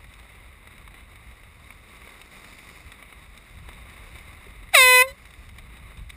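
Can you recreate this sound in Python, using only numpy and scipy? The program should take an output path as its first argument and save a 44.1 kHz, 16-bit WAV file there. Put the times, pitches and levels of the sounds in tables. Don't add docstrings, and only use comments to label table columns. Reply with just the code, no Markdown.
import sys
import numpy as np
from scipy import signal
from scipy.fft import rfft, irfft, next_fast_len
from scipy.io import wavfile
from scipy.ndimage import map_coordinates

SR = 44100
rng = np.random.default_rng(int(sys.argv[2]) if len(sys.argv) > 2 else 0)


def inscribe(sig):
    pcm = np.round(np.clip(np.atleast_2d(sig).T, -1, 1) * 32767)
    wavfile.write(sys.argv[1], SR, pcm.astype(np.int16))


N = 271656


def amp(db):
    return 10 ** (np.asarray(db) / 20)


def unit(x):
    return x / np.sqrt(np.mean(x ** 2) + 1e-20)


def along(points, hz):
    f, v = np.transpose(points)
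    return np.interp(np.log(hz + 1), np.log(f + 1), v)


def curves(rows):
    s, *cols = np.transpose(rows)
    return [np.interp(np.arange(N) / SR, s, c) for c in cols]


def wobble(rate):
    points = rng.standard_normal(int(N * rate / SR) + 4)
    return map_coordinates(points, [np.arange(N) * rate / SR])


def filtered(x, response):
    m = 2 * next_fast_len(x.shape[-1] // 2 + 4096)
    spectrum = rfft(x, m) * response(np.fft.rfftfreq(m, 1 / SR))
    return irfft(spectrum, m)[..., :x.shape[-1]]


# f/Hz, level/dB
TRUMPET_COLOUR = [(504, 2), (1008, 1.5), (1512, -1.5), (2016, -1.5), (2520, 3.5), (3024, -1.5), (3528, 0.5),
                  (4032, 9.5), (4536, 4.5), (5040, 6), (5545, -1), (6048, 4), (6550, -28), (7500, -7)]
# start t/s, full t/s, centre f/Hz, width f/Hz, level/dB
OVERTONE_DIPS = [(4.83, 4.856, 4610, 400, -12.5), (4.82, 4.88, 3570, 300, -2.5),
                 (4.95, 4.994, 3720, 420, -9)]
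# t/s, level/dB
HULL_ECHO = [(4.8, -48), (5.065, -46), (5.082, -27), (5.105, -28.5), (5.125, -34)]
# f/Hz, level/dB
ECHO_COLOUR = [(400, -13), (1000, -9), (2000, -2.5), (2520, -20), (3000, 0.5), (3530, 0), (4030, 5),
               (5000, -2.5)]
UNSETTLED = 31


def horn():
    pitch_hz, level_db, dark_db, gas = valve()
    drift = 1 + 0.00032 * wobble(60)
    turn = 2 * np.pi * np.cumsum(pitch_hz * drift) / SR

    on = slice(round(VALVE_OPEN_S * SR), round((VALVE_SHUT_S + .2) * SR))
    t = np.arange(N)[on] / SR
    k = np.arange(1, 16)[:, None]
    hz = k * pitch_hz[on]

    shade_db = 0
    for start, full, centre, width, db in OVERTONE_DIPS:
        times = [start, full, VALVE_SHUT_S - SHUT_S, VALVE_SHUT_S + SHUT_S]
        depth_db = np.interp(t, times, [0, db, db, 0])
        shade_db = shade_db + depth_db * np.exp(-((hz - centre) / width) ** 2)

    rough = 1 + UNSETTLED * abs(pitch_hz[on] / NOTE_HZ - 1)
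    shakes_db = [0.16 * wobble(40)[on] + 0.062 * rough * wobble(250)[on] for _ in k]
    shimmer_db = k * np.array(shakes_db)

    size = amp(along(TRUMPET_COLOUR, hz) - dark_db[on] * np.log2(k) + shade_db + shimmer_db)
    tone = np.sum(size * np.cos(k * turn[on] + .45 * k ** 2), axis=0)

    jet = filtered(rng.standard_normal(N), lambda f: 1j * f / (1800 + 1j * f))
    direct = gas * jet * (1 + np.cos(turn))
    direct[on] -= amp(level_db[on]) * tone

    far = filtered(direct, lambda f: amp(along(ECHO_COLOUR, f)))
    far = np.roll(far, round(.095 * SR))
    echo = amp(curves(HULL_ECHO)[0] + 1.8 * wobble(27.03)) * far
    return direct + cockpit(direct) + echo


# t/s, level/dB, darkening/dB per octave
NOTE_PRESSURE = [(4.728, -63, 10), (4.736, -20, 8.5), (4.744, -5.5, 9), (4.75, -2.5, 2.5), (4.755, 2, 4.5),
                 (4.761, -8, 2), (4.772, -4.5, 2), (4.81, -7, .5), (4.86, -5.5, 2), (4.94, -4, 2.5),
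                 (5.023, -4, 2.5)]
VALVE_OPEN_S, VALVE_SHUT_S = 4.728, 5.023
START_HZ, NOTE_HZ, EXCESS_HZ, SETTLE_S = 792, 502.5, 472.5, .02
SAG_HZ, SAG_S = 19.7, .08
SHUT_JUMP_HZ, JUMP_LEAD_S, RISE_HZ_PER_DB = 12.8, 0.0052, 1.2
SHUT_DROP_DB, SHUT_S = 4, 0.0067
FADE_DB_PER_S, FADE_DB_PER_S2 = 177, 1300
DARK_PER_DB = 0.95
GAS_PEAK_S, GAS_PEAK_DB, GAS_HOLD_DB, GAS_PUFF_DB = 4.749, -5.5, -32.5, 5
GAS_RISE_DB_PER_S, GAS_FALL_DB_PER_S, GAS_FADE_DB_PER_S = 1301.5, 480, 450


def valve():
    t = np.arange(N) / SR
    opened = np.maximum(t - VALVE_OPEN_S, 0)
    shut = np.maximum(t - VALVE_SHUT_S, 0)
    closing = np.tanh(shut / SHUT_S)
    fade_db = FADE_DB_PER_S * shut + FADE_DB_PER_S2 * shut ** 2 + SHUT_DROP_DB * closing

    sag_hz = SAG_HZ * np.exp(-opened / SAG_S)
    settling_hz = NOTE_HZ + EXCESS_HZ * np.exp(-opened / SETTLE_S) + sag_hz
    jump_hz = SHUT_JUMP_HZ * np.clip((t - VALVE_SHUT_S) / JUMP_LEAD_S + 1, 0, 1)
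    pitch_hz = np.minimum(settling_hz, START_HZ) + jump_hz + RISE_HZ_PER_DB * fade_db

    level_db, dark_db = curves(NOTE_PRESSURE)
    late = t - GAS_PEAK_S
    burst_db = GAS_PEAK_DB + np.minimum(GAS_RISE_DB_PER_S * late, -GAS_FALL_DB_PER_S * late)
    steady_db = GAS_HOLD_DB + GAS_PUFF_DB * closing - GAS_FADE_DB_PER_S * shut
    gas = amp(burst_db) + (late > 0) * amp(steady_db)
    return pitch_hz, level_db - fade_db, dark_db + DARK_PER_DB * fade_db, gas


def cockpit(x, level_db=-22, t60=0.12):
    t = np.arange(SR // 8) / SR
    tail = rng.standard_normal(len(t)) * amp(-60 * t / t60) * (t > .002)
    return amp(level_db) * signal.fftconvolve(x, tail / np.linalg.norm(tail))[:N]


# f/Hz, level/dB
HOUSING_COLOUR = [(300, -15.5), (900, -13.5), (1130, -5.5), (1480, -11.5), (1780, -8), (2080, 3),
                  (2650, -5), (2830, -10), (2970, -7), (3170, -16), (3760, -2.5), (4250, -22),
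                  (4680, -22.5), (4870, -16)]


def housing(x):
    def response(f):
        cepstrum = irfft(np.log(amp(along(HOUSING_COLOUR, f))))
        cepstrum[1:len(f) - 1] *= 2
        cepstrum[len(f):] = 0
        size = 2 * len(f) - 1 - (len(cepstrum) % 2 == 0)
        return np.exp(rfft(cepstrum, size))[:len(f)]
    return filtered(x, response)


# t/s, peak level/dB, tilt/dB per octave (kept within -6 to 4 when played)
CLOTH_SNAPS = [(.043, -38, -4.5), (.138, -33.5, 4), (.197, -38, -1), (.673, -33, -3.5), (.78, -38, 0),
               (.877, -33, -7.5), (.908, -41, -5), (.942, -35, -2.5), (1.157, -36.5, -0.5),
               (1.434, -37.5, -6), (1.705, -35.5, -3), (2.018, -37, -6), (2.074, -33.5, -6),
               (2.215, -30, 1.5), (2.445, -31.5, 2), (2.587, -34, 0.5), (2.919, -28.5, -2),
               (3.026, -32.5, -5), (3.126, -32.5, -5.5), (3.376, -28.5, 4), (3.689, -28.5, -5),
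               (3.731, -36, 1), (3.898, -34, 3), (4.155, -33.5, 0), (4.185, -35, 2), (4.69, -36, -1),
               (5.254, -33.5, 1.5), (5.307, -35.5, 3), (5.338, -35.5, 1), (5.491, -33.5, 1.5),
               (5.585, -30.5, 0.5), (5.771, -36.5, 1), (5.972, -37, 2), (6.095, -30, 4), (6.101, -23.5, 4)]
# t/s, level/dB, f/Hz, time to fall 60 dB/s
BOARD_KNOCKS = [(4.466, -41.5, 397, 0.057), (4.623, -43, 277, 0.048)]
SNAP_RISE_S, SNAP_T60_S = 0.0017, .022


def snaps():
    out = np.zeros(N + SR)
    t = np.arange(SR // 16) / SR
    for s, db, tilt_db in CLOTH_SNAPS:
        rise = (1 - np.exp(-t / SNAP_RISE_S)) ** 2
        puff = rng.standard_normal(len(t)) * amp(-60 * t / SNAP_T60_S) * rise
        puff[44:47] += .9
        slope = np.clip(tilt_db, -6, 4) / 6

        def tilt(f):
            low_cut = 1j * f / (400 + 1j * f)
            return (1j * (f + 300) / 2200) ** slope * low_cut

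        heard = housing(filtered(puff, tilt))
        out[round(s * SR) - 30:][:len(t)] += amp(db) * heard / np.max(abs(heard))
    for s, db, hz, t60 in BOARD_KNOCKS:
        swell = amp(db - 60 * t / t60) * (1 - np.exp(-t / 0.0017))
        out[round(s * SR):][:len(t)] += swell * np.sin(2 * np.pi * hz * t)
    return out[:N]


# t/s, rustle level/dB, fizz level over the rustle/dB
FLAG_WIND = [(0, -54, -10.5), (.6, -53.5, -14.5), (.9, -52.5, -15), (1.5, -55.5, -10.5), (2.05, -50.5, -10),
             (2.3, -50.5, -8), (2.55, -49.5, -5), (2.8, -50.5, -6.5), (3.05, -52, -14), (3.5, -54, -9.5),
             (3.75, -51, -13.5), (4.2, -49, -10.5), (4.62, -53.5, -14), (5.18, -54.5, -8), (5.5, -55, -8.5),
             (5.75, -52.5, -15), (6.16, -54, -11)]
# f/Hz, level/dB per Hz
RUSTLE_COLOUR = [(80, -8), (180, 11), (350, 6), (1000, 1), (3000, -6), (4000, -4.5), (4500, -8),
                 (8000, -50)]
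# f/Hz, level/dB per Hz
FIZZ_COLOUR = [(3000, -43), (4000, -17.5), (4430, 4), (4680, -4), (5000, -2), (8000, -11)]


def flag():
    rustle_db, fizz_db = curves(FLAG_WIND)
    flutter = amp(0.27 * wobble(9) + 1.06 * wobble(20) + 0.51 * wobble(49))

    chance = rng.random((700, 2))
    places = (chance[:, 0] * N).astype(int)
    kicks = np.bincount(places, amp(-3.5 * np.log(chance[:, 1] + 0.019)), N)
    crackle_shape = np.exp(-abs(np.arange(-600, 601)) / (0.0013 * SR))
    crackle = signal.fftconvolve(kicks, crackle_shape, "same")

    cloth = rng.standard_normal((2, N)) * (flutter + 0.27 * crackle)
    coloured = filtered(cloth, lambda f: amp([along(RUSTLE_COLOUR, f), along(FIZZ_COLOUR, f)]))
    body, fizz = housing(coloured)
    return amp(rustle_db) * (unit(body) + amp(fizz_db) * unit(fizz))


# t/s, rumble level/dB
WIND_GUSTS = [(0.0, -50.5), (0.68, -53), (0.72, -48.5), (2.09, -52), (2.28, -57.5), (2.88, -49.5),
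              (2.9, -55), (3.34, -47.5), (3.46, -57.5), (3.55, -44.5), (3.93, -51.5), (4.24, -47.5),
              (4.82, -52), (4.84, -41), (4.99, -52), (5.13, -44), (5.16, -63), (5.2, -52), (5.44, -44.5),
              (5.78, -50.5), (5.82, -39), (5.95, -53), (6.04, -42.5), (6.16, -49.5)]
# f/Hz, level/dB per Hz
RUMBLE_COLOUR = [(8.8, -49), (15, -19.5), (43, -3), (56, -2), (200, -23), (260, -32), (440, -120)]


def rumble():
    push = filtered(rng.standard_normal(N), lambda f: amp(along(RUMBLE_COLOUR, f)))
    lumps = amp(1.64 * wobble(15) + 1.5 * wobble(4.96))
    return amp(curves(WIND_GUSTS)[0]) * unit(lumps * push)


def scene():
    mono = housing(horn()) + snaps() + flag() + rumble()
    side = amp(-20) * rumble()
    return np.array([mono + side, mono - side])


def levelled(x, knee_db=-30, squeeze=0.28):
    keep = np.exp(-1 / (.016 * SR))
    power = signal.lfilter([1 - keep], [1, -keep], np.mean(x, axis=0) ** 2)
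    return x * (1 + power / amp(2 * knee_db)) ** (-squeeze / 2)


# f/Hz, level/dB (nothing passes above the last row)
SAMPLER_GUARD = [(4900, 1.5), (5500, -4), (6000, -12.5), (7000, -25), (8000, -47)]
SAMPLE_HZ, REPEATS = 12000, 4
TOP_HZ = 15350


def record(dry):
    def guard(f):
        return amp(along(SAMPLER_GUARD, f)) * (f < SAMPLER_GUARD[-1][0])

    def hold(f):
        held = np.sinc(f / SAMPLE_HZ) / np.sinc(f / (REPEATS * SAMPLE_HZ))
        return held / (1 + (f / TOP_HZ) ** 400)

    band = filtered(levelled(dry), guard)
    sampled = band * (1 + 2 * np.cos(2 * np.pi * SAMPLE_HZ * np.arange(N) / SR))
    return filtered(sampled, hold)


dry = scene()
out = record(dry)
inscribe(out)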